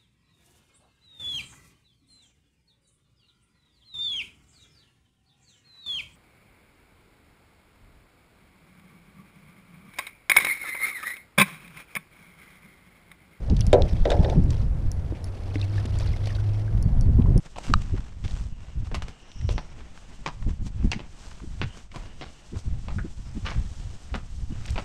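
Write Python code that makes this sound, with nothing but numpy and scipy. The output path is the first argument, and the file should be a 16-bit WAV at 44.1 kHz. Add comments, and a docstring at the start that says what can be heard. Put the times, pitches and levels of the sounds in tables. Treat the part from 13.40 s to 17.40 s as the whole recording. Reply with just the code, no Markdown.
"""On a windy riverbank, a fishing rod and spinning reel are handled close to the microphone.
Turbulence rumbles and buffets, water laps faintly, and the wind sets up a low hum, probably in the line.
Friction makes a hand rub and squeak along the grip and the dragging rod scrape. Impacts excite damped
modes: the hand bumps, the steel of the reel ticks, and the rod knocks hollowly a few times.
Dry clicks are scattered throughout, and small wet blips sound in the second half."""
import sys
import numpy as np
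from scipy import signal
from scipy.fft import rfft, irfft
from scipy.io import wavfile

SR = 44100
rng = np.random.default_rng(int(sys.argv[2]) if len(sys.argv) > 2 else 0)


def unload_wav(signal):
    """Save mono or channel-first audio to the path in sys.argv[1] as 16-bit WAV at rate SR, clipped to [-1, 1]."""
    wavfile.write(
        sys.argv[1],
        SR,
        np.round(np.clip(np.atleast_2d(signal).T, -1, 1) * 32767).astype(np.int16),
    )


N = 176400
BURST_SAMPLES = 8192


def amp(db):
    """Amplitude ratio of a level in decibels."""
    return 10 ** (np.asarray(db) / 20)


def unit(x):
    """Normalisation to rms 1."""
    return x / np.sqrt(np.mean(x ** 2) + 1e-20)


def curve(rows, column=1):
    """Linear interpolation of one column of a table over time."""
    rows = np.array(rows)
    return np.interp(np.arange(N) / SR, rows[:, 0], rows[:, column])


def add(mix, start, sound):
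    """Superposition: a sound joins the mix at a start in seconds."""
    part = mix[max(round(start * SR), 0):][:len(sound)]
    part += sound[:len(part)]


def bins(size):
    """Fourier frequencies, raised by 1 Hz to stay above zero."""
    return np.fft.rfftfreq(size, 1 / SR) + 1


def colour(points, size, tilt_db=0):
    """Spectral envelope in dB, interpolated in log frequency and tilted by tilt_db per octave."""
    hz, db = np.transpose(points)
    return np.interp(np.log(bins(size)), np.log(hz), db) + tilt_db * np.log2(bins(size) / hz.mean())


def filtered(x, gain):
    """Linear filtering: the spectrum is multiplied by a gain at each frequency."""
    return irfft(rfft(x) * gain, len(x))


def noise(points, size=N):
    """Gaussian noise with a given spectral envelope, at rms 1."""
    return unit(filtered(rng.standard_normal(size), amp(colour(points, size))))


def drift(hz):
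    """Slow random modulation: low-passed noise at rms 1."""
    return unit(filtered(rng.standard_normal(N), 1 / (1 + (bins(N) / hz) ** 4)))


def dying(t, t60):
    """Exponential damping by 60 dB in t60 seconds."""
    return np.exp(-np.log(1000) * t / t60)


def burst(spectrum_db, t60, top_hz=10900):
    """Contact noise: a dying train of micro-impacts through a minimum-phase filter, dull above top_hz."""
    t = np.arange(BURST_SAMPLES) / SR
    gain = amp(np.maximum(spectrum_db - spectrum_db.max(), -80))
    log_gain = np.log(unit(gain) / (1 + (bins(BURST_SAMPLES) / top_hz) ** 8))
    mirrored = np.r_[log_gain, log_gain[-2:0:-1]]
    response = np.exp(np.conj(signal.hilbert(mirrored)))[:len(gain)]
    impacts = rng.choice([-1., 1.], BURST_SAMPLES) * dying(t, t60)
    return filtered(impacts, response)


def ring(modes, swell_s=0):
    """Free vibration of damped modes; the lowest builds up over swell_s, higher ones faster."""
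    t = np.arange(SR // 2) / SR
    out = np.zeros(len(t))
    for k, (hz, db, t60) in enumerate(modes):
        polarity = (-1) ** (k // 2)  # neighbouring pairs swing in opposite directions
        swell = 1 - np.exp(-t * (hz / modes[0][0]) ** 2 / (swell_s + 1e-9))
        out += polarity * amp(db) * swell * dying(t, t60) * np.sin(2 * np.pi * hz * t)
    return out


def wind():
    """Turbulent pressure at the microphone: a rumble, and fine eddies that grow faster in a gust."""
    # Each row: time in seconds, rumble level in dB.
    gusts = [(0, -32.5), (.08, -24.5), (.2, -19), (.5, -22.5), (.8, -23), (1.05, -19.5), (2, -33.5),
             (2.65, -25), (3.25, -31), (3.35, -20.5), (3.62, -19), (4, -16)]
    # Spectra of the rumble and the eddies. Each row: frequency in Hz, relative level in dB.
    rumble_spectrum = [(10, -5.5), (28, 3), (55, 0.5), (90, -2.5), (145, -10), (200, -20.5), (300, -31.5),
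                       (600, -70), (1500, -82.5)]
    eddy_spectrum = [(40, -15), (130, 10), (230, 1.5), (350, -17.5), (600, -17.5), (1100, -21.5),
                     (2500, -55), (9000, -73.5)]
    eddy_growth, reference_db = 2.4, -17.5
    gust_db = curve(gusts)
    rumble = amp(gust_db) * noise(rumble_spectrum)
    eddy_db = -34 + eddy_growth * (gust_db - reference_db) + 3.6 * drift(hz=30)
    return rumble + amp(eddy_db) * noise(eddy_spectrum)


def river():
    """Lapping water: broadband noise under slight amplitude modulation."""
    # Each row: frequency in Hz, relative level in dB.
    wash_spectrum = [(120, -13), (200, -2), (420, -4.5), (708, -8), (1050, -17), (1980, -22.5), (3870, -37),
                     (9050, -37.5), (12500, -47), (15000, -59.5)]
    return amp(-46.5 - 0.3 * drift(hz=7.6)) * noise(wash_spectrum)


def hum():
    """Wind-driven vibration: a wavering tone with a faint overtone, rising slightly as the rod lifts."""
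    # Each row: time in seconds, frequency in Hz, level in dB.
    tone = [(0, 92, -50), (1.5, 89, -30.5), (1.8, 88.9, -31), (2.03, 95.6, -31), (2.13, 98.5, -24.5),
            (2.35, 100.2, -21.5), (2.48, 101, -26.5), (2.7, 101.8, -28), (3.1, 104.2, -21.5),
            (3.4, 105.8, -28), (4, 106.4, -19.5)]
    hz = curve(tone) * (1 + 0.013 * drift(hz=8.7))
    phase = 2 * np.pi * np.cumsum(hz) / SR
    level_db = curve(tone, column=2) - 1.5 * drift(hz=5.3)
    return amp(level_db) * (np.sin(phase) + amp(-26.5) * np.sin(3.2 * phase))


def rub():
    """Sliding friction of skin on the grip: grainy slips, with squeaks that grow under pressure."""
    # Each row: time in seconds, rubbing level in dB.
    strokes = [(0, -60), (.08, -56), (.15, -55.5), (.22, -57), (.29, -52.5), (.45, -53), (.485, -46.5),
               (.6, -51.5), (.77, -45.5), (.92, -49.5), (1.02, -57), (1.12, -51.5), (1.21, -50.5),
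               (1.3, -62), (2.02, -55), (2.17, -48), (2.28, -51), (2.38, -48), (2.52, -50.5), (2.62, -43.5),
               (2.8, -54), (2.9, -46), (3.03, -54), (3.18, -53), (3.35, -59.5)]
    # Each row: frequency in Hz, relative level in dB.
    grip_spectrum = [(200, 4), (600, 15.5), (1200, 2.5), (2500, 3), (4300, 0.5), (5900, -2), (7000, -10),
                     (9500, -11.5), (13000, -25)]
    slips_per_s, spread_db, squeak_growth = 2200, 1.36, 1.25
    slips = (rng.random(N) < slips_per_s / SR) * rng.choice([-1, 1], N)
    strength = amp(spread_db * np.minimum(rng.exponential(1, N), 4))
    roughness = amp(3.7 * drift(hz=59.4))
    grains = unit(filtered(slips * strength * roughness, amp(colour(grip_spectrum, N))))
    rub_db = curve(strokes)
    squeak_db = -48 + squeak_growth * (rub_db - rub_db.max())
    return amp(rub_db) * grains + amp(squeak_db) * squeaks(spread_db)


def squeaks(spread_db, slips_per_s=300, pitches=24, rise_cycles=2.8):
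    """Stick-slip motion of skin: each release is a brief oscillation at its own pitch."""
    out, t = np.zeros(N), np.arange(1024) / SR
    for hz in np.geomspace(1000, 5400, pitches):
        slips = rng.random(N) < slips_per_s / pitches / SR
        strength = amp(spread_db * np.minimum(rng.exponential(1, N), 3))
        age = hz * t / rise_cycles
        squeak = age * np.exp(-age) * np.sin(2 * np.pi * hz * t) * np.sqrt(hz)
        out += signal.oaconvolve(slips * strength, squeak)[:N]
    return unit(out)


def scrape():
    """Friction noise of the dragging rod, hollow in colour and uneven in level."""
    # Each row: time in seconds, level in dB.
    drags = [(.065, -71), (.088, -37), (.17, -76), (.64, -70), (.68, -29), (.8, -36), (.93, -32.5),
             (1.1, -81), (1.25, -86)]
    # Each row: frequency in Hz, relative level in dB.
    hollow_spectrum = [(200, -7.5), (500, 4.5), (850, 3.5), (1150, -22.5), (1700, -18.5), (5000, -58.5)]
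    return amp(curve(drags) + 2 * drift(hz=50)) * noise(hollow_spectrum)


def clicks():
    """Dry contacts of fingers, line and reel seat, each exciting one broad resonance."""
    # Each row: start in seconds, level in dB, centre in Hz, width in octaves, t60 in seconds.
    contacts = [(0.099, -37, 4100, 0.71, 0.018), (0.166, -35, 4200, 0.92, .022),
                (0.214, -34.5, 3330, 0.35, 0.024), (0.4211, -19.5, 3480, 0.71, 0.0054),
                (0.7026, -31, 1410, 0.18, 0.059), (1.039, -44, 7900, 0.76, 0.0099),
                (1.105, -33.5, 4500, 0.89, 0.02), (1.748, -51, 2340, 0.54, 0.16),
                (2.156, -28.5, 2200, 0.44, 0.0097), (2.2145, -30, 3600, 0.62, 0.011),
                (2.4558, -35, 2280, 1.7, 0.022), (2.5876, -39, 6500, 1.1, 0.019),
                (2.599, -33, 3830, 0.51, 0.0096), (2.674, -37.5, 4370, 0.28, 0.029),
                (2.8571, -35.5, 4003, 0.7, 0.02), (2.9505, -36.5, 4100, 0.29, 0.026),
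                (3.821, -37, 2840, 0.54, 0.0075)]
    out = np.zeros(N)
    for start, db, hz, octaves, t60 in contacts:
        detuning = np.log2(bins(BURST_SAMPLES) / hz) / octaves
        resonance_db = -36 * np.log10(1 + detuning ** 2)
        add(out, start, amp(db) * burst(resonance_db, t60))
    return out


def bumps():
    """Soft impacts of the hand on the rod excite two low, heavily damped modes."""
    # Each row: start in seconds, then the lower mode's level in dB, frequency in Hz and t60 in seconds.
    impacts = [(0.104, -19.5, 162, 0.13), (0.969, -20, 167, 0.16), (1.723, -25.5, 323, 0.056),
               (2.157, -22.5, 295, 0.083), (2.453, -24.5, 230, 0.052)]
    out = np.zeros(N)
    for start, db, hz, t60 in impacts:
        add(out, start, amp(db) * ring([(hz, 0, t60), (1.425 * hz, -4, t60 / 2)]))
    return out


def buffets():
    """Single pressure pulses of the wind: low-frequency noise under a Gaussian envelope."""
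    # Each row: peak time in seconds, level in dB, half length in seconds, low-pass corner in Hz.
    pulses = [(0.121, -15, 0.016, 159), (0.282, -16, 0.01, 79), (0.433, -13.5, 0.016, 95),
              (0.534, -16.5, 0.011, 125), (0.624, -12.5, 0.0089, 69.6), (0.804, -12, 0.011, 136),
              (0.982, -16, 0.023, 180), (1.068, -23.5, 0.038, 197), (1.452, -15.5, 0.013, 69),
              (2.701, -17, 0.015, 69), (3.465, -16.5, 0.0056, 147), (3.692, -25.5, 0.025, 217.3),
              (3.795, -10.5, 0.0065, 203), (3.905, -25, 0.037, 234), (3.968, -12.5, 0.0083, 179)]
    out, t = np.zeros(N), np.arange(SR // 4) / SR
    hz, taper = bins(len(t)), signal.windows.tukey(len(t), .5)
    for peak_s, db, half_s, corner_hz in pulses:
        envelope = np.exp(-.5 * ((t - t.mean()) / half_s) ** 2)
        passband = hz / (hz + 15) / (1 + (hz / corner_hz) ** 3.52)
        puff = filtered(envelope * rng.standard_normal(len(t)), passband)
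        envelope_rms = np.sqrt(np.mean(envelope ** 2))
        add(out, peak_s - t.mean(), amp(db) * envelope_rms * unit(puff * taper))
    return out


def reel():
    """Metal impacts: a tick, a clink and a thin ring whose modal balance depends on the point struck."""
    # Each row: start in seconds, tick level in dB, tick tilt in dB per octave, clink level in dB,
    # ring level in dB, ring tilt in dB per octave.
    strikes = [(0.2083, -23, 5, -36, -53, -4), (0.2669, -27, 8, -45, -60, 0),
               (1.5164, -27.5, 13.5, -50, -63, 4), (1.8430, -31, 8, -41, -59, 2),
               (3.4266, -27, 17, -40, -57.5, -17), (3.6104, -33, 9, -58, -54.5, -5),
               (3.978, -32, 6, -35.5, -64, 2)]
    # Each row: frequency in Hz, relative level in dB.
    tick_spectrum = [(800, -51), (2000, 8), (4000, -2.5), (5800, 8), (7800, -8), (10000, -3), (12000, -24),
                     (15000, -20.5)]
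    # Each row: frequency in Hz, relative level in dB, t60 in seconds.
    steel_modes = [(4517, 1, .2), (6708, -7, .21), (10710, -2, .2), (13290, -15, .14)]
    clink_hz, clink_t60 = 5320, 0.016
    out, lowest_hz = np.zeros(N), steel_modes[0][0]
    for start, tick_db, tick_tilt, clink_db, ring_db, ring_tilt in strikes:
        spectrum_db = colour(tick_spectrum, BURST_SAMPLES, tick_tilt)
        modes = [(hz, db + ring_tilt * np.log2(hz / lowest_hz), t60) for hz, db, t60 in steel_modes]
        add(out, start, amp(tick_db) * burst(spectrum_db, t60=0.0049, top_hz=13400))
        add(out, start, ring([(clink_hz, clink_db, clink_t60)]))
        add(out, start, amp(ring_db) * ring(modes))
    return out


def knocks():
    """Impulse response of the rod: a crack, a rattle of loose parts, hollow modes and a diffuse tail."""
    # Each row: start in seconds, ring level in dB, crack level in dB, crack t60 in seconds,
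    # crack tilt in dB per octave.
    strikes = [(0.33, -14, -11, 0.0061, 3.5), (0.6539, -25, -16, 0.023, -3.5), (.7031, -48, -24, 0.017, 8),
               (.7165, -26.5, -26.5, 0.05, 0.5), (0.8464, -31.5, -31.5, 0.029, 0),
               (.8982, -45, -32, 0.019, 6)]
    # Each row: frequency in Hz, relative level in dB, t60 in seconds.
    rod_modes = [(392, 2, .22), (487, 0, .22), (571, 3.5, .23), (618, -3, .18), (705, -4, .17),
                 (810, -13, .13), (985, -13, .17), (1330, -21, .18), (1588, -17, .09)]
    # Spectra of the crack and the tail. Each row: frequency in Hz, relative level in dB.
    crack_spectrum = [(300, -6), (900, -22), (1250, -2.5), (1700, 2), (2050, -1), (2370, 0.5), (2750, -4),
                      (3150, -2), (3730, 2.5), (4700, -12.5), (5800, -14), (8300, -24.5), (12000, -37)]
    tail_spectrum = [(150, -12.5), (330, 1), (560, 3.5), (850, -11.5), (1150, -27), (1700, -29.5),
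                     (8000, -83)]
    out, t = np.zeros(N), np.arange(SR) / SR
    tail_envelope = dying(t, t60=0.33) * (1 - np.exp(-t / 0.00054))
    for start, ring_db, crack_db, crack_t60, tilt_db in strikes:
        spectrum_db = colour(crack_spectrum, BURST_SAMPLES, tilt_db)
        crack = burst(spectrum_db, crack_t60)
        rattle = amp(-13.5) * burst(spectrum_db, t60=0.062)
        add(out, start, amp(crack_db) * (crack + rattle))
        add(out, start, amp(ring_db) * ring(rod_modes, swell_s=0.0049))
        add(out, start, amp(ring_db + 2) * noise(tail_spectrum, size=SR) * tail_envelope)
    return out


def blips(rise_s=0.0017, octaves_per_s=6.6):
    """Small wet blips: damped oscillations with a soft onset and a slight upward glide."""
    # Each row: start in seconds, peak level in dB, starting frequency in Hz.
    events = [(2.228, -34.5, 2620), (2.38, -33, 1710), (2.737, -37.5, 2090), (2.9033, -36.5, 1810),
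              (2.985, -39.5, 1475), (3.279, -42, 1580), (3.858, -33.5, 980)]
    out, t = np.zeros(N), np.arange(2048) / SR
    age = t / rise_s
    for start, db, hz in events:
        phase = 2 * np.pi * np.cumsum(hz * 2 ** (octaves_per_s * t)) / SR
        add(out, start, amp(db) * age * np.exp(1 - age) * np.sin(phase))
    return out


def scene():
    """Superposition of all sources at one microphone."""
    background = wind() + river() + hum()
    return (background + rub() + scrape() + clicks() + bumps() + buffets() + reel() + knocks()
            + blips())[None]


def record(dry, cutoff_hz=15200):
    """Band limiting: the sound is briefly faded at both ends and low-passed."""
    faded = dry * signal.windows.tukey(N, .002)
    lowpass = signal.firwin(127, cutoff_hz, window=("kaiser", 8), fs=SR)
    return signal.oaconvolve(faded, lowpass[None], "same")


dry = scene()
out = record(dry)
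unload_wav(out)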